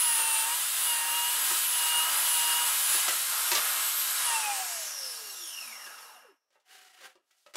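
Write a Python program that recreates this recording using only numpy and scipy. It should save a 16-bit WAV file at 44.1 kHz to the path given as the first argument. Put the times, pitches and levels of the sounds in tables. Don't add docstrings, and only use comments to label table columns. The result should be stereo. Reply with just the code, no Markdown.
import sys
import numpy as np
from scipy import signal
from scipy.fft import rfft, irfft, next_fast_len
from scipy.io import wavfile
from scipy.ndimage import uniform_filter1d, map_coordinates

SR = 44100
rng = np.random.default_rng(int(sys.argv[2]) if len(sys.argv) > 2 else 0)


def to_linear_factor(level_db):
    exponent = np.asarray(level_db, float) / 20
    return 10 ** exponent


def materialize(psi):
    bounded = np.clip(np.atleast_2d(psi).T, -1, 1)
    quanta = np.round(bounded * 32767).astype(np.int16)
    wavfile.write(sys.argv[1], SR, quanta)


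N = 333396
T = np.arange(N) / SR

# [t/s, turn rate f/Hz]
DRIVEN_SPEED = [(0, 984.9), (.068, 946.5), (.219, 905.8), (.445, 897.6), (.554, 971.2), (.725, 1023.9),
                (.966, 928.5), (1.078, 935.5), (1.605, 995.3), (1.786, 958.5), (1.976, 948.2),
                (2.147, 980.5), (2.407, 947.3), (2.629, 955.8), (2.83, 992.6), (3.291, 1049.2),
                (3.639, 1064), (4.11, 1069)]
# [t/s, hiss level/dB, tooth whine level/dB, side load on the blade level/dB]
FEED = [(0, -27.5, -28.5, -8), (.12, -28, -29.5, 3.5), (.4, -27, -28.5, -2), (.55, -30, -52.5, -6),
        (.68, -31.5, -40, -5), (.95, -28, -30.5, 2), (1.17, -29, -56.5, 1), (1.45, -29, -36, -6),
        (1.57, -29, -36.5, 1), (1.85, -28, -32, -2.5), (1.98, -27.5, -66, 6.5), (2.3, -27.5, -29.5, -3),
        (2.52, -26.5, -39, 1.5), (2.88, -29, -35.5, -3.5), (2.95, -26.5, -26.5, 0), (3.02, -29, -37, 2.5),
        (3.35, -30, -56.5, -3), (4.1, -30, -62, 1)]
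# [t/s, share]
BITE = [(0, 0.9), (2.7, 0.83), (3.3, 0.11)]
# [multiple of the turn rate], and for each [level/dB]
WEAK_ORDERS = [1.333, 2, 4, 5, 5.25, 7, 9, 13, 15, 16, 17, 18, 19, 20, 23, 26, 27, 30, 32, 37, 40, 48]
WEAK_ORDER_DB = [-15, -18, -23, -23, -19, -20, -18, -18, -17, -10, -16, -20, -17, -8, -16, -19, -14, -11,
                 -15, -17, -11, -14]
# [f/Hz, level/dB]
CASING = [(150, -34), (500, -20), (1200, -8), (3000, -6), (6000, -2), (11500, 0), (15600, -10)]
# [f/Hz, level per Hz/dB]
CHIP_COLOUR = [(18, -68.5), (30, -54), (193, -31), (301, -23.5), (423, -21.5), (733, -9), (928, -4),
               (1030, -5.5), (1240, -2), (2200, -7), (2790, -4), (3180, -3.5), (5510, -10), (9800, -1.5),
               (15700, -9)]
FAN_COLOUR = [(30, -49.5), (180, -45.5), (650, -16), (1250, -5), (2260, -5.5), (3620, -1.5), (5360, -5),
              (10500, 1), (12700, 3), (13300, -7), (15700, -22.5)]
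BEARING_COLOUR = [(18, -93), (30, -56.5), (95, -58), (343, -28.5), (495, -16.5), (1270, -9.5), (2510, -12),
                  (2790, -12), (4710, -7.5), (5650, -3.5), (8370, -7.5), (11500, -1), (15700, -19)]
# [turn rate f/Hz, level/dB]
HISS_BY_SPEED = [(18, -69), (40, -45), (78, -29.5), (158, -20.5), (300, -17), (570, -11), (800, -5),
                 (1000, 0)]
RUMBLE_BY_SPEED = [(12, 16), (40, 19.5), (78, 8), (160, 2.5), (300, -2), (520, -6.5), (750, -1),
                   (1000, -4.5)]
# [width f/Hz, gain at speed level/dB, gain coasting level/dB]
BLADE_HZ = [235, 1278, 1660, 2790, 3850, 4970, 5310, 5570, 7060, 7685, 7857, 8190, 8860, 9540, 10780, 11730,
            12700, 12900, 13575, 13700, 15000]
BLADE_GAIN = [(30, 3, 10), (30, 5, 7), (60, 2, 3), (60, 1, 14), (60, 1, 2), (40, 6, 2), (45, 0, 12),
              (70, 0, 13), (60, 3, 2), (30, 6, 1), (30, 11, 6), (40, 5, 3), (50, 4, 3), (70, 3, 8),
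              (35, 6, 5), (45, 4, 6), (35, 5, 2), (35, 6, 2), (30, 11, 4), (20, 8, 2), (40, 5, 1)]
# [f/Hz, width f/Hz, level/dB under the sheet, level/dB free]
FRAME = [(235, 30, -23, -21.5), (343, 26, -25.5, -27), (430, 60, -33, -33), (520, 60, -33.5, -34.5),
         (670, 100, -37, -37), (756, 26, -30.5, -28), (819, 40, -24.5, -26), (903, 59, -38, -28),
         (947, 31, -37, -37), (1853, 52, -40, -33.5), (2430, 44, -38, -27.5), (2534, 90, -38, -29),
         (2705, 62, -35, -28), (2852, 87, -33, -36)]
# [f/Hz, level/dB]
ARMATURE_LOW = [(300, -88), (3000, -59), (7000, -72.5), (9400, -57.5), (9900, -53.5), (10480, -40.5),
                (10800, -48.5), (12000, -52.5)]
ARMATURE_HIGH = [(1500, -82), (6200, -59), (8700, -47), (10250, -47), (11000, -43.5), (11700, -36.5),
                 (12500, -47), (12900, -38)]
GEAR = [(600, -58), (3400, -46), (4300, -57.5), (5400, -38), (7300, -42.5), (8600, -57), (9700, -27),
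        (10800, -52)]
# [f/Hz, level/dB]
MAINS = [(300, -70.5), (480, -71.5), (600, -63.5)]
# [f/Hz, level/dB]
RING_OUT = [(5300, -94), (5590, -90), (5930, -95)]
# [t/s, peak level/dB, body f/Hz, crack minus peak level/dB, t60 t/s]
KNOCKS = [(0.189, -30, 923, -8, 0.19), (1.511, -19, 950, -14, 0.033), (2.899, -33, 1160, -26, 0.073),
          (2.943, -23.5, 1400, -8, 0.076), (3.081, -18.5, 1343, 0, 0.089), (3.516, -18.5, 947, 4.5, 0.078),
          (3.549, -23.5, 1166, 8.5, 0.15), (3.579, -25, 1390, -8, 0.073), (5.864, -36, 1210, -8, 0.047),
          (5.981, -42, 1250, -2, 0.1), (6.504, -66.5, 540, 0, 0.084), (6.528, -67.5, 690, 1, 0.098),
          (6.555, -52.5, 883, -24, 0.08), (6.599, -73, 818, 9, 0.087), (7.009, -47.5, 520, 1, 0.21),
          (7.154, -47.5, 368, -9.5, 0.047), (7.309, -62.5, 1470, 7, 0.059), (7.364, -79, 301, 4, 0.08),
          (7.463, -42.5, 586, -6.5, 0.054), (7.538, -42, 1310, 5, 0.041), (7.546, -38, 559, 0, 0.066),
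          (7.555, -29, 800, 3.5, 0.091)]
# [ratio to body pitch, level/dB]
WOOD = [(1, 0), (1.45, -5), (2.1, -5), (3.1, -5), (4.4, -8)]
# [t/s, attack t/s, hold t/s, level/dB, bright minus dull level/dB]
STROKES = [
    (6.495, 0.043, .02, -79, 0),
    (6.639, 0.1, 0.33, -57, -0.5),
    (6.953, 0.1, 0.0076, -51.5, -6.5),
    (7.198, 0.21, .1, -86.5, 15),
    (7.301, 0.0056, .002, -74, -19),
    (7.457, 0.0073, .002, -67, -23),
]
# [f/Hz, level per Hz/dB]
SHEET_COLOUR = [(60, -42.5), (160, -22), (400, -10.5), (1900, 0.5), (5000, -4), (10800, -9), (15700, -18)]
# [f/Hz, width f/Hz, gain level/dB]
SHEET_MODES = [(390, 50, 8), (745, 24, 17), (1370, 90, 6), (1600, 80, 6), (1900, 150, 5), (2900, 150, 5)]
# [f/Hz, level per Hz/dB]
QUIET_COLOUR = [(60, -30), (250, -12), (600, 0), (1700, -8), (15700, -20)]
# [t/s, low f/Hz, high f/Hz]
SIDE_SPECKS = [(0.639, 6120.0, 7750.0), (0.824, 10080.0, 11890.0), (1.173, 6800.0, 8440.0),
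               (1.242, 6120.0, 9910.0), (1.501, 4130.0, 5340.0), (2.032, 8700.0, 10510.0),
               (2.426, 4130.0, 6980.0), (2.633, 5000.0, 6460.0), (2.635, 14300.0, 16020.0),
               (3.03, 4130.0, 5340.0), (3.402, 4130.0, 5860.0), (3.68, 4130.0, 7750.0),
               (4.145, 11540.0, 13260.0), (4.145, 14380.0, 15930.0), (4.586, 4130.0, 6370.0),
               (6.792, 13700.0, 15250.0)]

ARMATURE, MESH, TEETH, SHAKES = (11, 12), 10, 10.5, (1, 2, 3)
BLADE_PER_TURN, RATTLES_PER_TURN = .175, 1.6
SHAKE_DB, SHAKE_DB_PER_OCTAVE = (0, -3, 1), (22, 27, 39.5)
GEAR_LOADED_DB, FLUTTER_DB, RUMBLE_LOADED_DB = -45.5, 3.5, -8
LOADED_DB = -2
OVERTONE_SHARE = 0.56
COAST_ORDERS_DB, COAST_BLUR = -3, .018
OFF_S, INERTIA_S, REST_HZ = 4.14, .065, 32
COAST_S, STOP_S, COAST_HZ, COAST_POWER, FIELD_HZ, FIELD_S = 4.12, 6.5445, 1042, 1.4255, 27.5, .135
SAG_DB_PER_S, RELEASE_DB_PER_S, ATTACK_POWER = 33, 294, 1.36
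ROOM_T60_S, QUIET_DB = .22, -88
CEILING, TOP_HZ = .24, 15720


def unit(x):
    return x / np.sqrt(np.mean(x ** 2))


def curves(table):
    s, *columns = np.transpose(table)
    return [np.interp(T, s, c) for c in columns]


def shade(colour, hz):
    f, db = np.transpose(colour)
    return np.interp(np.log(hz), np.log(f), db, right=-90)


def noise(colour):
    size = next_fast_len(N)
    gain = to_linear_factor(shade(colour, np.fft.rfftfreq(size, 1 / SR) + 1))
    return unit(irfft(rfft(rng.standard_normal(size)) * gain, size)[:N])


def walk(rate):
    steps = np.repeat(rng.standard_normal(int(T[-1] * rate) + 2), 8)
    steps = uniform_filter1d(uniform_filter1d(steps, size=8), size=8)
    return 1.3 * np.interp(T * rate * 8, np.arange(len(steps)), steps)


def band(x, hz, width):
    return signal.lfilter(*signal.iirpeak(hz, hz / width, SR), x)


def split(x, edge_hz):
    low = signal.sosfiltfilt(signal.butter(2, edge_hz, fs=SR, output="sos"), x)
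    return low, x - low


def room(x, wet_db, edge_hz):
    t = T[:SR // 4]
    tail = rng.standard_normal(len(t)) * np.exp(-np.log(1000) * t / ROOM_T60_S) * (t > .003)
    tail, _ = split(tail, edge_hz)
    return x + to_linear_factor(wet_db) * signal.oaconvolve(x, tail / np.sqrt(np.sum(tail ** 2)))[:N]


def order(turns, k, db, wobble, rough):
    blade_angle = 2 * np.pi * (BLADE_PER_TURN * turns + rng.random())
    beat = np.exp(wobble * np.cos(blade_angle)) / np.sqrt(np.i0(2 * wobble))
    return np.sqrt(2) * to_linear_factor(db) * beat * np.sin(2 * np.pi * k * turns + rough * walk(70))


def rattle(turns, k, db):
    steps = turns * RATTLES_PER_TURN
    count = int(steps[-1]) + 2
    size = np.interp(steps, np.arange(count), rng.standard_normal(count))
    return (.4 + size) * order(turns, k, db, wobble=0.45, rough=.4)


def speed():
    size = int(INERTIA_S * SR)
    driven, = curves(DRIVEN_SPEED)
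    for _ in range(2):
        driven = uniform_filter1d(driven, size=size, mode="nearest")
    left = np.clip((STOP_S - T) / (STOP_S - COAST_S), 0, None)
    coast = COAST_HZ * left ** COAST_POWER + FIELD_HZ * np.exp((COAST_S - T) / FIELD_S)
    return np.maximum(np.minimum(driven, coast), 1)


def hiss(hz, turns, bite, spin):
    fan = map_coordinates(noise(FAN_COLOUR), [turns * SR / hz.max()], order=3)
    free = np.sqrt(spin) * fan + np.sqrt(1 - spin) * noise(BEARING_COLOUR)
    air = np.sqrt(bite) * noise(CHIP_COLOUR) + np.sqrt(1 - bite) * free
    low, high = split(air, edge_hz=1820)
    rumble_db = shade(RUMBLE_BY_SPEED, .99 * np.minimum(hz, 1000)) + RUMBLE_LOADED_DB * bite
    rumble = unit(low) * to_linear_factor(rumble_db - 5.5 + 2.1 * walk(7))
    spray = high * to_linear_factor(0.72 * walk(9.8) + .5 * walk(30))
    return to_linear_factor(-.6) * room(spray + rumble, wet_db=-8, edge_hz=9000)


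def weak_whines(hz, turns, bite, spin, rest_db):
    out = np.zeros(N)
    for k, db in zip(WEAK_ORDERS, WEAK_ORDER_DB):
        heard_db = db + shade(CASING, k * hz) - 5 * bite + 3 * walk(9) + rest_db
        if k % MESH:
            heard_db = heard_db + COAST_ORDERS_DB * (1 - spin)
            rough = 0.35 + COAST_BLUR * k * (1 - bite)
            out = out + order(turns, k, heard_db, wobble=.15, rough=rough)
        else:
            gear_db = np.clip(shade(GEAR, k * hz) + 45, -9, 9) * (k * hz < GEAR[-1][0])
            out = out + rattle(turns, k, heard_db + OVERTONE_SHARE * gear_db)
    return out


def gear_whine(hz, turns, bite, rest_db):
    loaded_db = GEAR_LOADED_DB + 2 * FLUTTER_DB * walk(17)
    mesh_db = bite * loaded_db + (1 - bite) * shade(GEAR, MESH * hz) + rest_db
    loaded = order(turns, MESH, mesh_db, wobble=0.2, rough=0.36)
    return bite * loaded + (1 - bite) * rattle(turns, MESH, mesh_db - 4)


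def blade(drive, spin):
    out = drive
    for f, (width, speed_db, coast_db) in zip(BLADE_HZ, BLADE_GAIN):
        gain = to_linear_factor(spin * speed_db + (1 - spin) * coast_db + 1.5 * walk(5))
        out = out + band(drive, f, width) * (gain - 1)
    return out


def frame(hz, bite):
    step = 64
    power = 0
    for f, width, cut_db, free_db in FRAME:
        db = free_db + (cut_db - free_db) * bite[::step]
        power = power + to_linear_factor(2 * db) / (1 + (2 * (hz[::step] - f) / width) ** 2) ** 2
    return np.interp(T, T[::step], 10 * np.log10(power))


def frame_shake(hz, turns, bite, grip_db, rest_db):
    out = np.zeros(N)
    for k, db, slope_db in zip(SHAKES, SHAKE_DB, SHAKE_DB_PER_OCTAVE):
        db = db + slope_db * np.log2(hz / 1000) + frame(k * hz, bite) + 0.53 * walk(11)
        db = db + rest_db + grip_db * (k == SHAKES[-1])
        out = out + order(turns, k, db, wobble=0.05, rough=0.22)
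    return out


def armature_whine(hz, turns, bite, grip_db, rest_db):
    out = np.zeros(N)
    for k, colour in zip(ARMATURE, (ARMATURE_LOW, ARMATURE_HIGH)):
        db = shade(colour, k * hz) + LOADED_DB * bite + rest_db + FLUTTER_DB * walk(20)
        db = db + grip_db * (k == ARMATURE[0])
        out = out + order(turns, k, db, wobble=.2, rough=.4)
    return out


def tooth_whine(turns, bite, teeth_db):
    return order(turns, TEETH, teeth_db + 1.7 * walk(12), wobble=.2, rough=.3) * np.sqrt(bite)


def blade_turn(turns, bite):
    return order(turns, BLADE_PER_TURN, -76.5, wobble=0, rough=0.27) * (1 - bite) * (T < OFF_S)


def mains_hum():
    tones = sum(to_linear_factor(db + 2 * walk(5.6)) * np.sin(2 * np.pi * f * T) for f, db in MAINS)
    return tones * (T < OFF_S)


def ring_out():
    tones = sum(to_linear_factor(db - 25 * (T - 6.5)) * np.sin(2 * np.pi * f * T) for f, db in RING_OUT)
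    return tones * np.clip((T - 6.1) / 0.12, 0, 1)


def saw():
    hz = speed()
    turns = np.cumsum(hz) / SR
    bite, = curves(BITE)
    hiss_db, teeth_db, grip_db = curves(FEED)
    slowed_db = shade(HISS_BY_SPEED, .99 * np.minimum(hz, 1000))
    rest_db = -60 * np.clip(3 - 3 * hz / REST_HZ, 0, 1)
    spin = np.clip((hz - 350) / 600, 0, 1)
    drive = hiss(hz, turns, bite, spin) + weak_whines(hz, turns, bite, spin, rest_db)
    drive = drive * to_linear_factor(hiss_db + slowed_db) + gear_whine(hz, turns, bite, rest_db)
    out = blade(drive, spin) + frame_shake(hz, turns, bite, grip_db, rest_db)
    out = out + armature_whine(hz, turns, bite, grip_db, rest_db)
    out = out + tooth_whine(turns, bite, teeth_db + slowed_db)
    return out + blade_turn(turns, bite) + mains_hum() + ring_out()


def room_floor():
    return to_linear_factor(QUIET_DB) * noise(QUIET_COLOUR)


def knocks():
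    out, t = np.zeros(N + SR), T[:SR // 3]
    for s, db, hz, crack_db, t60 in KNOCKS:
        fade = np.exp(-np.log(1000) * t / np.clip(t60, .01, .4))
        modes = sum(to_linear_factor(g) * np.sin(2 * np.pi * r * hz * t) * fade ** np.sqrt(r) for r, g in WOOD)
        dull, crack = split(rng.standard_normal(len(t)), edge_hz=2200)
        crack, snap = split(crack, edge_hz=7200)
        crack = crack + 0.11 * snap
        hit = 0.26 * modes + 0.75 * dull * fade + to_linear_factor(crack_db) * 0.84 * crack * fade ** 0.59
        i = int(s * SR)
        out[i:i + len(t)] += to_linear_factor(db) * hit * np.clip(t / 0.0005, 0, 1)
    return out[:N]


def strokes():
    dull = bright = 0
    for s, attack, hold, db, bright_db in STROKES:
        since = np.clip(T - s - attack, 0, None)
        fall_db = SAG_DB_PER_S * np.minimum(since, hold) + RELEASE_DB_PER_S * np.clip(since - hold, 0, None)
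        press = np.clip((T - s) / attack, 0, 1) ** ATTACK_POWER * to_linear_factor(db - fall_db)
        dull, bright = dull + press, bright + press * to_linear_factor(bright_db)
    return dull, bright


def drag():
    dull, bright = strokes()
    rub = noise(SHEET_COLOUR) * to_linear_factor(1.5 * walk(150) + .8 * walk(30))
    rub = rub + sum(band(rub, f, w) * (to_linear_factor(g + 2 * walk(10)) - 1) for f, w, g in SHEET_MODES)
    low, high = split(rub, edge_hz=3400)
    return unit(low) * dull + unit(high) * bright


def scene():
    thud, blows = split(room(knocks(), wet_db=-8, edge_hz=3200), edge_hz=304)
    mono = saw() + room_floor() + blows + to_linear_factor(-19.5) * thud + drag()
    return np.array([mono, mono])


def band_limit(x):
    return signal.sosfilt(signal.butter(12, 16830, fs=SR, output="sos"), x)


def record(dry):
    top_cut = signal.ellip(10, .1, 80, TOP_HZ, fs=SR, output="sos")
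    mid = signal.sosfilt(top_cut, CEILING * np.tanh(dry[0] / CEILING))
    side, size = np.zeros(N), 2048
    for s, low_hz, high_hz in SIDE_SPECKS:
        start = int(s * SR) - size // 2
        at = slice(start, start + size)
        sos = signal.butter(6, (low_hz, min(high_hz, TOP_HZ)), "band", fs=SR, output="sos")
        speck = unit(signal.sosfilt(sos, rng.standard_normal(size))) * np.sqrt(np.hanning(size))
        side[at] += to_linear_factor(-4.5) * np.std(signal.sosfilt(sos, mid[at])) * speck
    return band_limit(np.array([mid + side, mid - side]))


dry = scene()
out = record(dry)
materialize(out)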